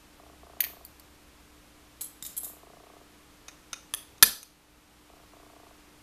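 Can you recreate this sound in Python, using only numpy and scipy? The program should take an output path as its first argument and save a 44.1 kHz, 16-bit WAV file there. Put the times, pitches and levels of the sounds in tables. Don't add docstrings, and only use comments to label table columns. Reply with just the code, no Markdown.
import sys
import numpy as np
from scipy import signal
from scipy.fft import rfft, irfft
from scipy.io import wavfile
from scipy.ndimage import uniform_filter1d

SR = 44100
rng = np.random.default_rng(int(sys.argv[2]) if len(sys.argv) > 2 else 0)


def generate_wav(sig):
    pcm = np.round(np.clip(np.atleast_2d(sig).T, -1, 1) * 32767).astype(np.int16)
    wavfile.write(sys.argv[1], SR, pcm)


N = 265614

# frequency in Hz, t60 in seconds.
ROOM_T60 = [(250, .36), (700, 0.44), (1740, 0.3), (4600, 0.4), (9000, 0.32), (13000, 0.32)]
# frequency in Hz, rms level in dB.
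HUM_PARTIALS = [(59.8, -68.5), (119.6, -79), (299.8, -65.5)]
# time in seconds, rms level in dB.
DRONE_ENVELOPE = [(0, -79), (0.35, -61), (0.95, -66), (1.3, -64), (1.7, -74), (6.02, -88.5)]
# frequency in Hz, relative density in dB.
HISS_SPECTRUM = [(15, -12), (35, -6), (60, -10), (95, -12), (170, -11.5), (300, -12.5), (450, -14.5),
                 (650, -17), (1200, -17), (1700, -20), (2500, -20.5), (5000, -25), (9000, -28),
                 (14000, -30)]
# probe start in seconds, sweep start in seconds, first-step peak in dB.
MOTOR_SEARCHES = [(0.199, 0.432, -43.5), (2.431, 2.6336, -44), (5.099, 5.332, -45.5)]
# frequency in Hz, width in Hz, gain in dB.
MOTOR_MODES = [(412, 60, 10), (693, 55, 11.5), (1145, 127, 11)]

# start in seconds, level in dB, treble (hardness) in dB, chatter decay in ms.
WRENCH_HITS = [(0.6050, -18.5, 2, 0.64), (0.6072, -15, 3.5, 1.1), (0.6125, -25, 3, 3.8),
               (0.6200, -25, 11, 2.5), (0.6395, -23.5, 0, 2.8), (0.6458, -27, -5.5, 2.6)]
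TIP_HITS = [(0.8502, -35.5, 4.5, 0.99), (0.8572, -47, 12, 0.9), (0.8640, -47, 11, 1.2),
            (0.9972, -44, -5, 1.5), (1.0050, -57, -4, 0.9)]
PICK_HITS = [(2.0092, -33, -6.5, 6.6), (2.0135, -27, 5.5, 20), (2.0425, -36, 9, 3), (2.3660, -31.5, 6, 7.8),
             (2.3715, -35.5, 3, 4.6), (2.3762, -24, 13, 5), (2.3820, -32.5, 5, 6.3)]
RAKE_HITS = [(2.2250, -33, -5.5, 1.6), (2.2385, -38, 12, 1.5), (2.2496, -35, -6.5, 11),
             (2.2635, -32, 2.5, 6.3), (2.4328, -31, 10.5, 13), (2.4445, -30.5, 8, 7.7),
             (2.4525, -34.5, 13, 7.1), (2.4770, -40, 12, 3.6)]
BOLT_HITS = [(3.4825, -37, -1, 7.4), (3.7306, -28.5, 0, 3.4), (3.7395, -39, -3, 3),
             (4.1810, -54, -2.5, 1.5), (4.4295, -36, 16, 2.6)]
CATCH_HITS = [(3.9382, -23.5, -1.5, 4.1), (3.9470, -26.5, 16.5, 1.4), (3.9540, -40.5, 14.5, 1.1)]
SHACKLE_HITS = [(4.2259, -2.5, 3.5, 3.6), (4.2305, -8, -8, 1.6), (4.2339, -8, 7, 0.91),
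                (4.2411, -17.5, 5.5, 0.9)]

# frequency in Hz, relative level in dB, t60 in seconds.
WRENCH_RING = [(1890, -8, 0.023), (2410, -16, 0.027), (3070, -12, 0.021), (3530, -12, 0.014),
               (4300, -5.5, 0.011), (4510, -13, 0.041), (6190, -10, 0.02), (6760, -8.5, 0.021),
               (11200, -11, 0.02), (11400, -13, 0.018), (12600, -1, 0.024), (13900, 8.5, 0.012)]
TIP_RING = [(4581, 0.5, .028), (7600, -4, .025), (8040, -13, .025), (10400, -13, .025), (11190, -10, 0.035),
            (13820, 2, .03)]
PICK_RING = [(3240, -12, 0.06), (4120, -10.5, .05), (6500, -8, 0.046), (8000, -4, 0.068), (8450, -7, 0.047),
             (10900, -6, 0.095), (11030, 0, 0.097), (12660, 0, .055), (13020, -6, .05), (13700, -3, .04)]
RAKE_RING = [(2040, -19, 0.061), (3720, -3.5, 0.042), (4010, -11.5, 0.048), (5310, -10.5, 0.09),
             (7350, 2.5, 0.04), (8140, -9, 0.052), (9730, -2.5, 0.062), (10800, -5, 0.077),
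             (12000, 0.5, 0.083), (13020, -12, .05)]
BOLT_RING = [(1310, -6.5, 0.02), (1800, -7, 0.028), (2490, -3.5, 0.047), (3680, 0.5, .025),
             (5670, -2.5, 0.027), (6200, 3.5, 0.025), (6670, -1.5, 0.026), (9320, -1, 0.026),
             (9560, -10.5, .03)]
CATCH_RING = [(1240, -7, 0.015), (1720, -2.5, 0.016), (2720, -6, 0.011), (3306, 0, .024),
              (3563, -5.5, .018), (6200, -2.5, 0.022), (10250, 3.5, 0.0075), (13650, -6.5, .01)]
SHACKLE_RING = [(220, -23, 0.12), (452, -22.5, .09), (1010, -14, 0.037), (1390, -4.5, 0.014),
                (1748, 2, 0.023), (2440, -7.5, 0.033), (3305, -9, 0.045), (3604, -4.5, 0.036),
                (3900, -9.5, .022), (4400, -5.5, .028), (4900, -12.5, .03), (6000, -12.5, 0.046),
                (6090, 1.5, 0.018), (7110, -11.5, .03), (9550, -6, .04), (9660, -4.5, .03),
                (10320, -8.5, .028), (11410, -1.5, .035), (11230, -2, 0.03), (12000, -9.5, .04),
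                (12620, -3.5, .028), (13460, -4.5, 0.049)]

# frequency in Hz, relative density in dB.
WRENCH_CHATTER = [(100, -35), (1100, -26), (1800, -1), (4500, -5.5), (5400, -10), (6700, -9), (7600, -13.5),
                  (9500, -7), (12500, -0.5), (14200, 4)]
TIP_CHATTER = [(100, -32), (1800, -11), (3300, -17), (4500, -5), (5600, -7), (8000, -8), (11000, 1),
               (14200, 5)]
TOOL_CHATTER = [(60, -11.5), (220, -3.5), (500, -12.5), (2500, -11), (3700, -5.5), (5700, -6.5),
                (7000, 1.5), (8500, 1.5), (10000, -3), (12800, 5), (14200, -1)]
BOLT_CHATTER = [(60, -9.5), (250, -12), (700, -5.5), (1400, -0.5), (2800, -1), (3300, -10), (3800, 1),
                (4800, -7.5), (6400, 1), (7400, -14.5), (9500, -11), (12000, -18), (14200, -16)]
SHACKLE_CHATTER = [(40, -2.5), (120, -4.5), (350, -6), (700, -11), (1100, -4), (1600, -3), (3200, -1),
                   (4900, -2.5), (6300, -3.5), (7300, -5), (8700, 0), (11000, 0.5), (14200, -3.5)]


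def amp(db):
    return 10 ** (np.asarray(db) / 20)


def unit_energy(x):
    return x / np.sqrt(np.sum(x ** 2) + 1e-20)


def lookup(points, hz):
    points_hz, values = np.transpose(points)
    return np.interp(np.log(hz + 1), np.log(points_hz + 1), values)


def add(mix, start_s, sound):
    part = mix[round(start_s * SR):][:len(sound)]
    part += sound[:len(part)]


def colour(x, points):
    size = 2 * len(x)
    hz = abs(np.fft.fftfreq(size, 1 / SR))
    log_gain = np.log(amp(lookup(points, hz)))
    response = np.exp(np.conj(signal.hilbert(log_gain)))
    return np.fft.ifft(np.fft.fft(x, size) * response).real[:len(x)]


def low_pass(x, hz):
    return signal.oaconvolve(x, signal.firwin(401, hz, window=("kaiser", 8), fs=SR), "same")


def drift(top_hz):
    rates_hz = np.geomspace(top_hz / 10, top_hz, 12)[:, None]
    t = np.arange(N) / SR
    wander = np.sin(2 * np.pi * (rates_hz * t[::256] + rng.random(rates_hz.shape))).sum(0)
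    return np.interp(t, t[::256], wander / wander.std())


def room_echo(sound, gap_s=0.0077, build_s=0.022):
    hz, t, spectra = signal.stft(rng.standard_normal(SR // 2), SR, nperseg=256)
    tail = signal.istft(spectra * amp(-60 * t / lookup(ROOM_T60, hz)[:, None]), SR)[1]
    tail *= np.clip((np.arange(len(tail)) / SR - gap_s) / build_s, 0, 1)
    return unit_energy(signal.fftconvolve(sound, tail)) * np.linalg.norm(sound)


def room_tone(waver_db=0.75, drone_hz=66.8, hiss_rms_db=-57):
    t = np.arange(N) / SR
    hum = sum(amp(db - waver_db * drift(top_hz=12)) * np.sin(2 * np.pi * (hz * t + rng.random()))
              for hz, db in HUM_PARTIALS)
    drone = amp(np.interp(t, *np.transpose(DRONE_ENVELOPE))) * np.sin(2 * np.pi * drone_hz * t)
    hiss_gain = amp(lookup(HISS_SPECTRUM, np.fft.rfftfreq(N, 1 / SR)))
    hiss = irfft(rfft(rng.standard_normal(N)) * hiss_gain, N)
    return np.sqrt(2) * (hum + drone) + amp(hiss_rms_db) * np.sqrt(N) * unit_energy(hiss)


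def motor_steps(start_s, db, fade_db_per_s, count, steps_per_s=30):
    return [(start_s + s, db - fade_db_per_s * s) for s in np.arange(count) / steps_per_s]


def focus_search(probe_s, sweep_s, db, settle_s=0.043, settle_db=-1.5):
    probe = motor_steps(probe_s, db, fade_db_per_s=33, count=5)
    sweep = motor_steps(sweep_s, db, fade_db_per_s=3.5, count=11)
    return probe + sweep + [(sweep[-1][0] + settle_s, db + settle_db)]


def focus_motor(top_hz=1400, bottom_hz=330, chirp_s=0.00682, room_db=-11):
    out, t = np.zeros(N), np.arange(SR // 16) / SR
    progress = np.minimum(t / chirp_s, 1)
    cycles = np.cumsum(top_hz * (bottom_hz / top_hz) ** progress) / SR
    for search in MOTOR_SEARCHES:
        for start_s, db in focus_search(*search):
            chirp = np.sin(2 * np.pi * (cycles + rng.random())) * np.sin(np.pi * progress) ** 0.5
            hollow = sum(amp(gain_db) * signal.lfilter(*signal.iirpeak(hz, hz / width_hz, fs=SR), chirp)
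                         for hz, width_hz, gain_db in MOTOR_MODES)
            pulse = chirp + hollow
            jitter_s = rng.uniform(-0.00219, 0.002)
            add(out, start_s + jitter_s, amp(db) * pulse / abs(pulse).max())
    return out + amp(room_db) * room_echo(out)[:N]


def ring(modes, t, spread_db=1.5):
    hz, db, t60_s = np.transpose(modes)[:, :, None]
    db = db + spread_db * rng.standard_normal(hz.shape)
    sines = np.sin(2 * np.pi * (hz * t + rng.random(hz.shape)))
    return unit_energy(np.sum(amp(db - 60 * t / t60_s) * sines, 0))


def strikes(hits, modes, spectrum, near_ring_db, far_ring_db, rise_ms, room_db):
    out, t = np.zeros(N), np.arange(6000) / SR
    t_ms = 1000 * t
    for start_s, db, treble_db, chatter_ms in hits:
        burst = rng.standard_normal(len(t)) * np.exp(-t_ms / chatter_ms)
        chatter = unit_energy(colour(burst, spectrum))
        ringing = ring(modes, t)
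        attack = 1 - np.exp(-t_ms / rise_ms)
        hardness = [(5000, 0), (11000, treble_db)]
        near, far = (unit_energy(colour((chatter + amp(ring_db) * ringing) * attack, hardness))
                     for ring_db in (near_ring_db, far_ring_db))
        gain = amp(db) * np.sqrt(0.004 * SR)
        add(out, start_s, gain * near)
        add(out, start_s, gain * amp(room_db) * room_echo(far))
    return out


def wrench():
    pull = strikes(WRENCH_HITS, WRENCH_RING, WRENCH_CHATTER,
                   near_ring_db=-3, far_ring_db=-11, rise_ms=0.39, room_db=-11)
    tip = strikes(TIP_HITS, TIP_RING, TIP_CHATTER,
                  near_ring_db=-8.5, far_ring_db=-14, rise_ms=0.17, room_db=-13)
    return pull + tip


def picking_tools():
    pick = strikes(PICK_HITS, PICK_RING, TOOL_CHATTER,
                   near_ring_db=-2.5, far_ring_db=2, rise_ms=1.0, room_db=-9)
    rake = strikes(RAKE_HITS, RAKE_RING, TOOL_CHATTER,
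                   near_ring_db=-2, far_ring_db=-8, rise_ms=0.33, room_db=-6)
    return pick + rake


def padlock():
    bolt = strikes(BOLT_HITS, BOLT_RING, BOLT_CHATTER,
                   near_ring_db=-0.5, far_ring_db=-2, rise_ms=0.5, room_db=-12)
    catch = strikes(CATCH_HITS, CATCH_RING, SHACKLE_CHATTER,
                    near_ring_db=0.5, far_ring_db=0.5, rise_ms=0.15, room_db=-12)
    shackle = strikes(SHACKLE_HITS, SHACKLE_RING, SHACKLE_CHATTER,
                      near_ring_db=-0.5, far_ring_db=-5, rise_ms=0.45, room_db=-11)
    return bolt + catch + shackle


def scene():
    return (wrench() + picking_tools() + padlock() + focus_motor() + room_tone())[None]


def record(dry, threshold_db=-19, cut_db_per_db=0.4, attack_s=0.022, recover_db_per_s=5.5):
    mic = low_pass(dry[0], hz=14250)
    power_db = 10 * np.log10(abs(uniform_filter1d(mic ** 2, size=300)) + 1e-12)
    over_db = np.maximum(power_db - threshold_db, 0)
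    recovery_db = recover_db_per_s * np.arange(N) / SR
    cut_db = np.maximum.accumulate(cut_db_per_db * over_db + recovery_db) - recovery_db
    pole = np.exp(-1 / (attack_s * SR))
    ducked = mic * amp(-signal.lfilter([1 - pole], [1, -pole], cut_db))
    return low_pass(np.clip(ducked, -1, 1), hz=15200)[None]


dry = scene()
out = record(dry)
generate_wav(out)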